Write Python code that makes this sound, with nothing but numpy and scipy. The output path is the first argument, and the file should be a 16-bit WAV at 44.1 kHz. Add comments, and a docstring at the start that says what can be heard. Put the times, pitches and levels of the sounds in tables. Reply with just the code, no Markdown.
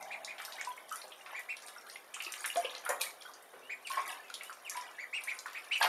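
"""Ducklings paddle and peep in a half-filled bathtub, heard from just above it.
A hollow gurgle dies away under the first soft peeps, whistles that arch as the bill opens and shuts.
From two to three seconds the water gets busy: feet and bills slap it, throw ticking spray and trap
bubbles that plop. More plops come near four seconds, then a run of louder peeps leads into one big
closing splash. Throughout, the surface laps and fizzes, and the hard tub and bathroom ring behind it."""
import sys
import numpy as np
from scipy import signal
from scipy.fft import rfft, irfft, next_fast_len
from scipy.io import wavfile
from scipy.ndimage import uniform_filter1d

SR = 44100
rng = np.random.default_rng(int(sys.argv[2]) if len(sys.argv) > 2 else 0)


def inscribe(sig):
    """Save sig as 16-bit PCM at rate SR to the path in sys.argv[1].

    A 1-D sig is mono; a 2-D sig holds one channel per row.
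    Samples are clipped to [-1, 1] before scaling.
    """
    pcm = np.round(np.clip(np.atleast_2d(sig).T, -1, 1) * 32767)
    wavfile.write(sys.argv[1], SR, pcm.astype(np.int16))


N = 259308


def peeps(second_db=-12, third_db=-15, rasp_db=-8, jitter=0.081, arch=2.4, trim_db=-1):
    """A duckling's whistle arches in pitch as the bill opens and shuts, with a rasp on top."""
    # arched peeps (time [s], length [s], top pitch [Hz], level [dB], roughness [0-1])
    calls = [ (0.104, 0.051, 2587, -35, 0.56), (0.272, 0.051, 2475, -38, 0.42),
             (0.578, 0.04, 2300, -38, 0.5), (1.34, 0.054, 2410, -36.5, 0.39),
             (1.486, 0.045, 2730, -31, .22), (3.25, .02, 1513, -48, 0.1), (3.693, 0.045, 2502, -35, 0.3),
             (4.979, .068, 2347, -36, .14), (5.127, .061, 2809, -28, 0.23), (5.271, .052, 2514, -30, 0.48),
             (5.544, 0.048, 2525, -35, 0.7), (5.709, .06, 2980, -23.5, .4)]
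    # thin sliding whistles (time [s], length [s], start pitch [Hz], end pitch [Hz], level [dB])
    whistles = [(1.86, .04, 1184, 2010, -52.5), (3.62, 0.079, 2600, 3080, -50),
                (3.846, 0.038, 3080, 2116, -36.5), (4.222, .095, 2700, 2370, -53),
                (4.395, .1, 2610, 3030, -46), (4.645, 0.044, 3190, 2050, -38)]
    # tone of the throat (frequency [Hz], gain [dB])
    throat = [(300, -60), (800, -6), (1400, 3.5), (3000, -3), (4000, -1), (5500, -11), (7200, 1),
              (8500, -1.5), (10000, -26), (14000, -16)]
    arched = [(s, length, 0.63 * hz, hz, 0.70 * hz, db, rough) for s, length, hz, db, rough in calls]
    # the thin whistles slide nearly straight and stay clean
    sliding = [(s, length, start, 1.0085 * (start + end) / 2, end, db, 0.14)
               for s, length, start, end, db in whistles]
    out = np.zeros(N)
    for s, length, start_hz, middle_hz, end_hz, db, rough in arched + sliding:
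        progress = np.linspace(0, 1, int(length * SR))
        flutter = evened(uniform_filter1d(rng.standard_normal((2, SR // 4)), size=36))
        tremble, grit = flutter[:, :len(progress)]
        glide_hz = start_hz + (end_hz - start_hz) * progress
        bow_hz = (middle_hz - (start_hz + end_hz) / 2) * (1 - abs(2 * progress - 1) ** arch)
        phase = 2 * np.pi * np.cumsum((glide_hz + bow_hz) * (1 + jitter * rough * tremble)) / SR
        # overtones bloom mid-call; a hoarse call trades them for a rasp a fifth above the pitch
        overtones = gain_of(second_db) * np.sin(2 * phase) + gain_of(third_db) * np.sin(3 * phase)
        rasp = rough * gain_of(rasp_db) * grit
        edge = (1 - rough) * overtones + rasp * np.sin(1.5 * phase)
        voice = np.sin(phase) + np.sin(np.pi * progress) * edge
        effort = np.interp(progress, [0, .18, .5, .92, 1], [0, 1, .85, .9, 0]) * (1 + rasp)
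        add(out, s, gain_of(db + trim_db) * topped(in_tub(effort * voice, walls_db=-4)))
    return coloured(out, throat)


def slaps(crack_db=-25, trim_db=-1):
    """Short-lived cavities in the water sound under a little crack: wide ones slap, narrow ones plink."""
    # slaps on the water and narrow, ringing bubble plinks
    # (time [s], level [dB], cavity pitch [Hz], nominal width [share of pitch], scatter [s])
    hits = [ (0.382, -41, 2150, 0.84, 0.023), (0.400, -37.5, 1660, 0.41, 0.014),
            (0.481, -43, 1300, 0.26, 0.004), (0.613, -34, 1960, 0.51, 0.0031),
            (0.776, -41, 2130, 0.21, 0.0035), (0.913, -38.5, 1340, 0.18, .025),
            (1.040, -47.5, 637, 0.53, 0.013), (1.119, -43.5, 3000, 0.25, .008),
            (1.261, -46, 2800, 0.78, 0.014), (1.330, -42.5, 970, 0.43, 0.003),
            (1.682, -43, 2680, 2.8, 0.0064), (1.762, -45, 1410, 0.18, 0.016),
            (1.959, -39.5, 2400, 0.37, 0.0025), (2.14, -40, 2630, .26, 0.014),
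            (2.160, -43.5, 1320, 0.24, 0.0083), (2.203, -31.5, 2520, 0.37, 0.0044),
            (2.264, -34, 2520, 0.14, 0.0024), (2.339, -32.5, 2560, 0.6, 0.0034),
            (2.443, -29.5, 1860, 0.72, 0.013), (2.501, -30, 2710, 0.13, 0.0012),
            (2.558, -34.5, 830, 1.12, .009), (2.558, -35, 3330, 0.5, 0.0027),
            (2.647, -32.5, 2820, 0.24, 0.008), (2.695, -41, 3600, 0.15, 0.0046),
            (2.861, -31.5, 1450, 0.37, 0.015), (2.89, -32.5, 1010, 0.74, 0.034),
            (2.901, -32, 1730, 0.31, 0.014), (3.008, -32, 2525, 0.083, .006),
            (3.064, -40, 2280, 0.055, 0.0039), (3.285, -47.5, 1100, 0.39, 0.024),
            (3.535, -49, 620, 2.25, 0.069), (3.929, -42, 1830, 0.45, 0.02),
            (3.972, -33.5, 1310, 0.9, 0.017), (4.052, -39.5, 2200, 0.11, 0.0076),
            (4.34, -36.5, 3510, 0.19, 0.019), (4.409, -37.5, 2100, 0.43, 0.017),
            (4.495, -39, 1350, 0.28, 0.015), (4.772, -37.5, 2430, 1.6, 0.0055),
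            (5.458, -34.5, 1340, 0.44, 0.0072), (5.814, -31, 1200, .8, 0.015),
            (5.826, -24, 1880, 1.2, 0.024), (5.842, -27.5, 816, 0.45, 0.0093),
            (5.859, -28.5, 1610, 0.22, 0.0082)]
    out = np.zeros(N)
    for s, db, hz, share, scatter_s in hits:
        hit = resonate(burst(scatter_s, first=0.14, per_s=4000), hz, share * 0.94)
        cavity = resonate(hit, hz, share * 1.9, share * 3)
        sound = in_tub(cavity + gain_of(crack_db) * hit, walls_db=-8)
        add(out, s, gain_of(db + trim_db) * topped(sound))
    return out


def spray(fizz, scatter_s=0.0033, plink_count=5, plink_db=1, trim_db=-1, lowpass_hz=12500):
    """Flung drops tick on the surface and leave a few pinhead bubbles that plink."""
    # featured drops landing (time [s], level [dB], centre [Hz], nominal width [share of centre])
    landings = [ (0.027, -43, 6200, 0.19), (0.247, -33, 5200, 0.62), (0.450, -33.5, 5120, 0.87),
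                (0.523, -38, 4460, 0.27), (0.612, -35, 6800, 0.19), (0.648, -38.5, 4970, 0.41),
                (0.924, -35.5, 9500, 1), (0.958, -34.5, 10800, 0.65), (1.017, -40, 4700, 0.29),
                (1.394, -40, 10400, .9), (1.568, -40.5, 4310, 0.51), (1.622, -45, 6430, .8),
                (1.664, -41.5, 9020, .35), (2.143, -33, 7100, 0.22), (2.223, -35, 9100, 0.94),
                (2.247, -36.5, 4270, 0.34), (2.322, -31, 8460, 0.52), (2.460, -28.5, 9740, 0.26),
                (2.478, -37, 10700, 0.66), (2.569, -32.5, 7500, 0.37), (2.751, -34, 3800, 0.27),
                (2.781, -41.5, 5770, 0.23), (2.851, -35.5, 13600, 1), (2.892, -25.5, 8430, 0.86),
                (3.011, -28.5, 5670, 1), (3.015, -26.5, 4370, 0.18), (3.016, -24, 10100, 0.94),
                (3.337, -45, 5760, 0.23), (3.425, -48, 12500, 0.83), (3.871, -36, 4060, 0.99),
                (3.898, -39, 7700, .6), (4.079, -36.5, 11000, 0.79), (4.300, -43, 3920, 0.78),
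                (4.341, -33.5, 5300, 0.87), (4.697, -29, 6680, 0.31), (4.768, -38, 6000, .7),
                (4.812, -40, 5860, 0.28), (5.238, -36, 11300, 0.41), (5.389, -35, 5470, 0.35),
                (5.463, -43.5, 5700, 0.67), (5.827, -25.5, 4130, 0.64)]
    out = np.zeros(N)
    for s, db, hz, share in list(landings) + stray_drops(fizz):
        tick = resonate(burst(scatter_s, first=0.11, per_s=2700), hz, share, share * 3)
        pitches = np.clip(hz * np.exp(0.64 * share * rng.standard_normal(plink_count)), 2500, 14000)
        plinks = sum(resonate(burst(scatter_s, first=0.83, per_s=810), f, 0.068, 1.0) for f in pitches)
        splash = evened(tick) + gain_of(plink_db) * evened(plinks)
        add(out, s, gain_of(db + trim_db) * topped(in_tub(splash, walls_db=-7)))
    return signal.sosfilt(signal.butter(2, lowpass_hz, fs=SR, output="sos"), out)


def stray_drops(fizz, count=50, low_hz=3570, high_hz=11600, lift_db=10, spread_db=4, share=0.506):
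    """Cues for small drops at random moments and pitches, stronger while the water fizzes."""
    when, pitch, size = rng.random((count, 3)).T
    times = (np.arange(count) + when) / count * (N - 1) / SR
    levels = 20 * np.log10(fizz[(times * SR).astype(int)]) + lift_db + spread_db * (2 * size - 1)
    pitches = low_hz * (high_hz / low_hz) ** pitch
    return [(s, db, hz, share) for s, db, hz in zip(times, levels, pitches)]


def bubbles(chirp=0.19, trim_db=-1):
    """A bubble rings as it pinches off, and sharpens slightly on its way up."""
    # plops of trapped air (time [s], level [dB], pitch [Hz], attack [s], 60 dB decay [s])
    plops = [ (0.672, -35, 987, 0.001, 0.2), (0.716, -47, 3280, 0.0014, 0.045),
             (0.914, -41, 1276, 0.0016, 0.064), (0.926, -45.5, 3010, .001, 0.059),
             (1.208, -48.5, 2800, .002, .04), (1.783, -44, 5540, 0.00069, .023),
             (1.957, -43, 2080, .0006, 0.047), (2.262, -54.5, 362, 0.0058, 0.055),
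             (2.567, -27.5, 686.5, 0.03, 0.041), (2.646, -36, 513, 0.0038, 0.041),
             (2.8905, -35.5, 514.6, .002, 0.14), (2.892, -33, 567, 0.0013, 0.1),
             (2.9, -34, 1020, .0037, 0.071), (3.211, -46, 3360, .001, 0.017),
             (3.257, -49, 3255, .002, 0.094), (3.901, -37, 1071, 0.0024, 0.31),
             (3.972, -26.5, 1078, 0.002, 0.074), (3.991, -32.5, 1076, .0028, 0.097),
             (4.195, -46, 1746, 0.0048, 0.058), (4.301, -40.5, 1410, 0.0011, 0.028),
             (4.754, -40.5, 977, 0.0008, 0.19), (4.769, -38, 975, 0.0049, 0.12),
             (5.812, -24, 900, 0.0026, 0.0099), (5.814, -23.5, 1657, 0.0015, 0.031),
             (5.828, -47, 546, 0.0045, .19), (5.839, -26.5, 872, 0.0023, 0.042)]
    out, t = np.zeros(N), np.arange(SR // 4) / SR
    for s, db, hz, attack_s, t60 in plops:
        envelope = (1 - np.exp(-(t / attack_s) ** 2)) * gain_of(-60 * t / t60)
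        tone = np.sin(2 * np.pi * hz * t * (1 + chirp * t))
        add(out, s, gain_of(db + trim_db) * topped(envelope * tone))
    return out


def paddling(attack_s=0.0082, release_s=0.046, calm_lapping_db=-57.5, calm_fizz_db=-64.5):
    """Envelopes for lapping and fizz: each bout swells, holds and settles over the flock's bustle."""
    # bouts of paddling (time [s], length [s], lapping [dB], fizz [dB])
    strokes = [ (0.0, 0.021, -50.5, -59), (0.38, 0.16, -52.5, -54.5), (0.536, 0.13, -47.5, -55),
               (0.885, 0.16, -54.5, -54), (1.244, .13, -49, -62.5), (1.624, 0.14, -54, -58),
               (1.859, 0.096, -57, -54.5), (2.156, 0.13, -51, -54.5), (2.353, 0.18, -51, -47.5),
               (2.55, 0.2, -45.5, -54.5), (2.834, 0.074, -43.5, -54), (2.996, 0.032, -41, -41.5),
               (3.2, 0.068, -60.5, -55.5), (3.897, 0.11, -41.5, -48), (4.059, 0.053, -40, -49.5),
               (4.417, 0.076, -66, -53), (4.703, 0.17, -47, -59.5), (5.198, 0.17, -51, -56),
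               (5.455, 0.23, -53, -59), (5.75, 0.15, -70, -50), (5.801, 0.023, -30, -34.5)]
    # how busy the flock keeps the surface between bouts (time [s], gain [dB])
    bustle = [(0, 2.5), (1.75, 0.5), (2.05, -2.5), (2.3, 5.5), (3.0, -3), (3.42, -4), (4.15, 1.5),
              (5.88, -1.5)]
    t = np.arange(N) / SR
    activity = gain_of(np.interp(t, *np.transpose(bustle)))
    power = np.outer(gain_of([calm_lapping_db, calm_fizz_db]), activity) ** 2
    for s, length, lapping_db, fizz_db in strokes:
        attack = np.clip((t - s) / attack_s, 0, 1)
        release = np.exp(-np.maximum(t - s - length, 0) / release_s)
        power += np.outer(gain_of([lapping_db, fizz_db]), attack * release) ** 2
    return np.sqrt(power)


def churn(lapping, fizz, lapping_db=-3, fizz_db=-2):
    """Paddling stirs up two beds of bubbles: a midrange lapping and a bright fizz."""
    # tone of each bed (frequency [Hz], gain [dB])
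    lapping_eq = [(300, -41), (600, -6), (1100, 4), (2400, 3.5), (3600, -3), (6000, -28), (12000, -31)]
    fizz_eq = [(1500, -21), (3500, 1.5), (6000, 1), (8500, -0.5), (10500, 1.5), (12500, -3.5), (16000, -7)]
    low = coloured(bubble_bed(571.8, 4138, per_s=650, share=0.032, spread_db=1), lapping_eq)
    high = coloured(bubble_bed(3163, 14340, per_s=1000, share=0.031, spread_db=4), fizz_eq)
    return gain_of(lapping_db) * lapping * evened(low) + gain_of(fizz_db) * fizz * evened(high)


def bubble_bed(low_hz, high_hz, per_s, share, spread_db, sizes=28):
    """A crowd of tiny bubbles, each size swelling and ringing at its own random moments."""
    pitches = np.geomspace(low_hz, high_hz, sizes) * rng.uniform(.97, 1.03, sizes)
    pops = (resonate(patter(N, per_s / sizes, spread_db), hz, share, 4 * share) for hz in pitches)
    return sum(evened(pop) * np.sqrt(hz) for pop, hz in zip(pops, pitches))


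def gurgle(start_db=-50, fade_db_per_s=18.5, body_hz=205, body_db=-21):
    """Stirred water sounds a few low, hollow resonances over a dull body, all fading steadily."""
    # hollow resonances (pitch [Hz], nominal width [Hz], gain [dB])
    modes = [(644, 9.6, 1), (677, 18, -2.5), (770, 104, -2.5), (946, 45, -8)]
    stir = rng.standard_normal(N)
    hollow = sum(gain_of(db) * resonate(stir, hz, 2 * width / hz, 2 * width / hz)
                 for hz, width, db in modes)
    body = gain_of(body_db) * evened(resonate(stir, body_hz, 0.79, 0.79))
    return (evened(hollow) + body) * gain_of(start_db - fade_db_per_s * np.arange(N) / SR)


def wash(lapping, steady_db=-63.5, slosh_db=-14, lag_s=0.45):
    """A low wash of water swells after each bout of paddling."""
    # hollow tone of the wash (frequency [Hz], gain [dB])
    wash_eq = [(100, -28), (200, -13), (400, -2.5), (600, 1), (730, 3), (950, -2), (1600, -3), (4000, -50)]
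    pole = np.exp(-1 / (lag_s * SR))
    slosh = gain_of(slosh_db) * signal.lfilter([1 - pole], [1, -pole], lapping)
    return evened(coloured(rng.standard_normal(N), wash_eq)) * np.hypot(gain_of(steady_db), slosh)


def room_tone(level_db=-62):
    """The still air of the room, a faint steady hiss."""
    # tone of the air (frequency [Hz], gain [dB])
    air_eq = [(30, -27), (80, -15), (125, -11.5), (170, -6.5), (500, -10.5), (1500, -3.5), (3000, -8.5),
              (5500, -10), (10500, -10), (15500, -6.5)]
    return gain_of(level_db) * evened(coloured(rng.standard_normal(N), air_eq))


def in_tub(x, walls_db, count=12):
    """Adds quick echoes from the tub walls, which differ with every place on the water."""
    echoes = np.zeros(SR // 40)
    echoes[rng.integers(SR // 600, len(echoes), count)] = rng.choice([-1, 1], count) / np.sqrt(count)
    echoes *= gain_of(walls_db) * np.linspace(2, .5, len(echoes))
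    echoes[0] = 1  # the direct sound
    return signal.fftconvolve(x, echoes)


def bathroom(x, echoes_per_s=6000, predelay_s=0.008):
    """Dense reflections make the short, bright ring of a small hard room."""
    # reverb time (frequency [Hz], 60 dB decay [s])
    decay_times = [(200, 1), (700, 0.34), (2500, 0.24), (6000, 0.23), (14000, 0.3)]
    size = SR // 2
    taps = rng.choice([-1., 1.], size) * (rng.random(size) < echoes_per_s / SR)
    taps[:int(predelay_s * SR)] = 0
    hz, t, bands = signal.stft(taps, SR, nperseg=256)
    decay = gain_of(-60 * t / read(decay_times, hz)[:, None])
    tail = signal.istft(bands * decay, SR, nperseg=256)[1]
    return signal.oaconvolve(x, tail / np.linalg.norm(tail))[:N]


def burst(scatter_s, first, per_s):
    """A dying shower of random droplet impacts, opening with a tick of strength `first`."""
    t = np.arange(SR // 5) / SR
    shower = patter(len(t), per_s, spread_db=4) * np.exp(-t / scatter_s)
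    shower /= np.linalg.norm(shower) + 1e-9
    shower[0] += first
    return shower


def patter(samples, per_s, spread_db):
    """Random droplet impacts: many small, a few large."""
    chance, size, out = rng.random(samples), rng.exponential(1, samples), np.zeros(samples)
    at = np.flatnonzero(chance < per_s / SR)
    polarity = np.sign(chance[at] - .5 * per_s / SR)
    out[at] = polarity * gain_of(spread_db * np.minimum(size[at], 4))
    return out


def resonate(x, hz, *shares):
    """Resonances in series at one pitch, each width given as a share of that pitch."""
    hz = min(hz, SR / 3)
    for share in shares:
        q = max(1 / share, 3 * hz / SR)
        x = signal.lfilter(*signal.iirpeak(hz, q, SR), x + 1e-18)
    return x


def coloured(x, points):
    """Runs x through an EQ curve."""
    size = next_fast_len(N + 4096)
    gains = gain_of(read(points, np.fft.rfftfreq(size, 1 / SR)))
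    return irfft(rfft(x, size) * gains, size)[:N]


def read(points, hz):
    """Reads a curve on a log-frequency axis."""
    f, value = np.transpose(points)
    return np.interp(np.log(hz + 1), np.log(f + 1), value)


def gain_of(db):
    """Decibels to amplitude."""
    return 10 ** (np.asarray(db) / 20)


def evened(x):
    """Scales to rms 1."""
    return x / np.sqrt(np.mean(x ** 2) + 1e-20)


def topped(x):
    """Scales so that the loudest few milliseconds have rms 1."""
    return x / np.sqrt(uniform_filter1d(x ** 2, size=160).max() + 1e-20)


def add(mix, s, sound):
    """Mixes a sound in at time s."""
    part = mix[max(round(s * SR), 0):][:len(sound)]
    part += sound[:len(part)]


def scene():
    """Birds and splashes, each with its reverb send, over a dry bed of gurgle, wash and room tone."""
    lapping, fizz = paddling()
    # (sound, reverb send [dB])
    sends = [(peeps(), -7), (spray(fizz), -4), (bubbles(), -9), (slaps() + churn(lapping, fizz), -5)]
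    foreground = sum(x + gain_of(send_db) * bathroom(x) for x, send_db in sends)
    return (foreground + gurgle() + wash(lapping) + room_tone())[None]


def record(dry, notch_hz=7850, notch_q=22, cutoff_hz=15700):
    """A small microphone with a dip in the bass, one narrow notch and a band limit."""
    # microphone response (frequency [Hz], gain [dB])
    microphone_eq = [(30, 1), (130, -5), (260, -0.5), (500, 2), (2800, -3), (4500, -2.5), (7000, -4),
                     (10500, 0), (13000, -3), (15500, -11.5)]
    notched = signal.lfilter(*signal.iirnotch(notch_hz, notch_q, SR), coloured(dry[0], microphone_eq))
    band_limit = signal.firwin(301, cutoff_hz, window=("kaiser", 9), fs=SR)
    return signal.oaconvolve(notched, band_limit, "same")[None]


dry = scene()
out = record(dry)
inscribe(out)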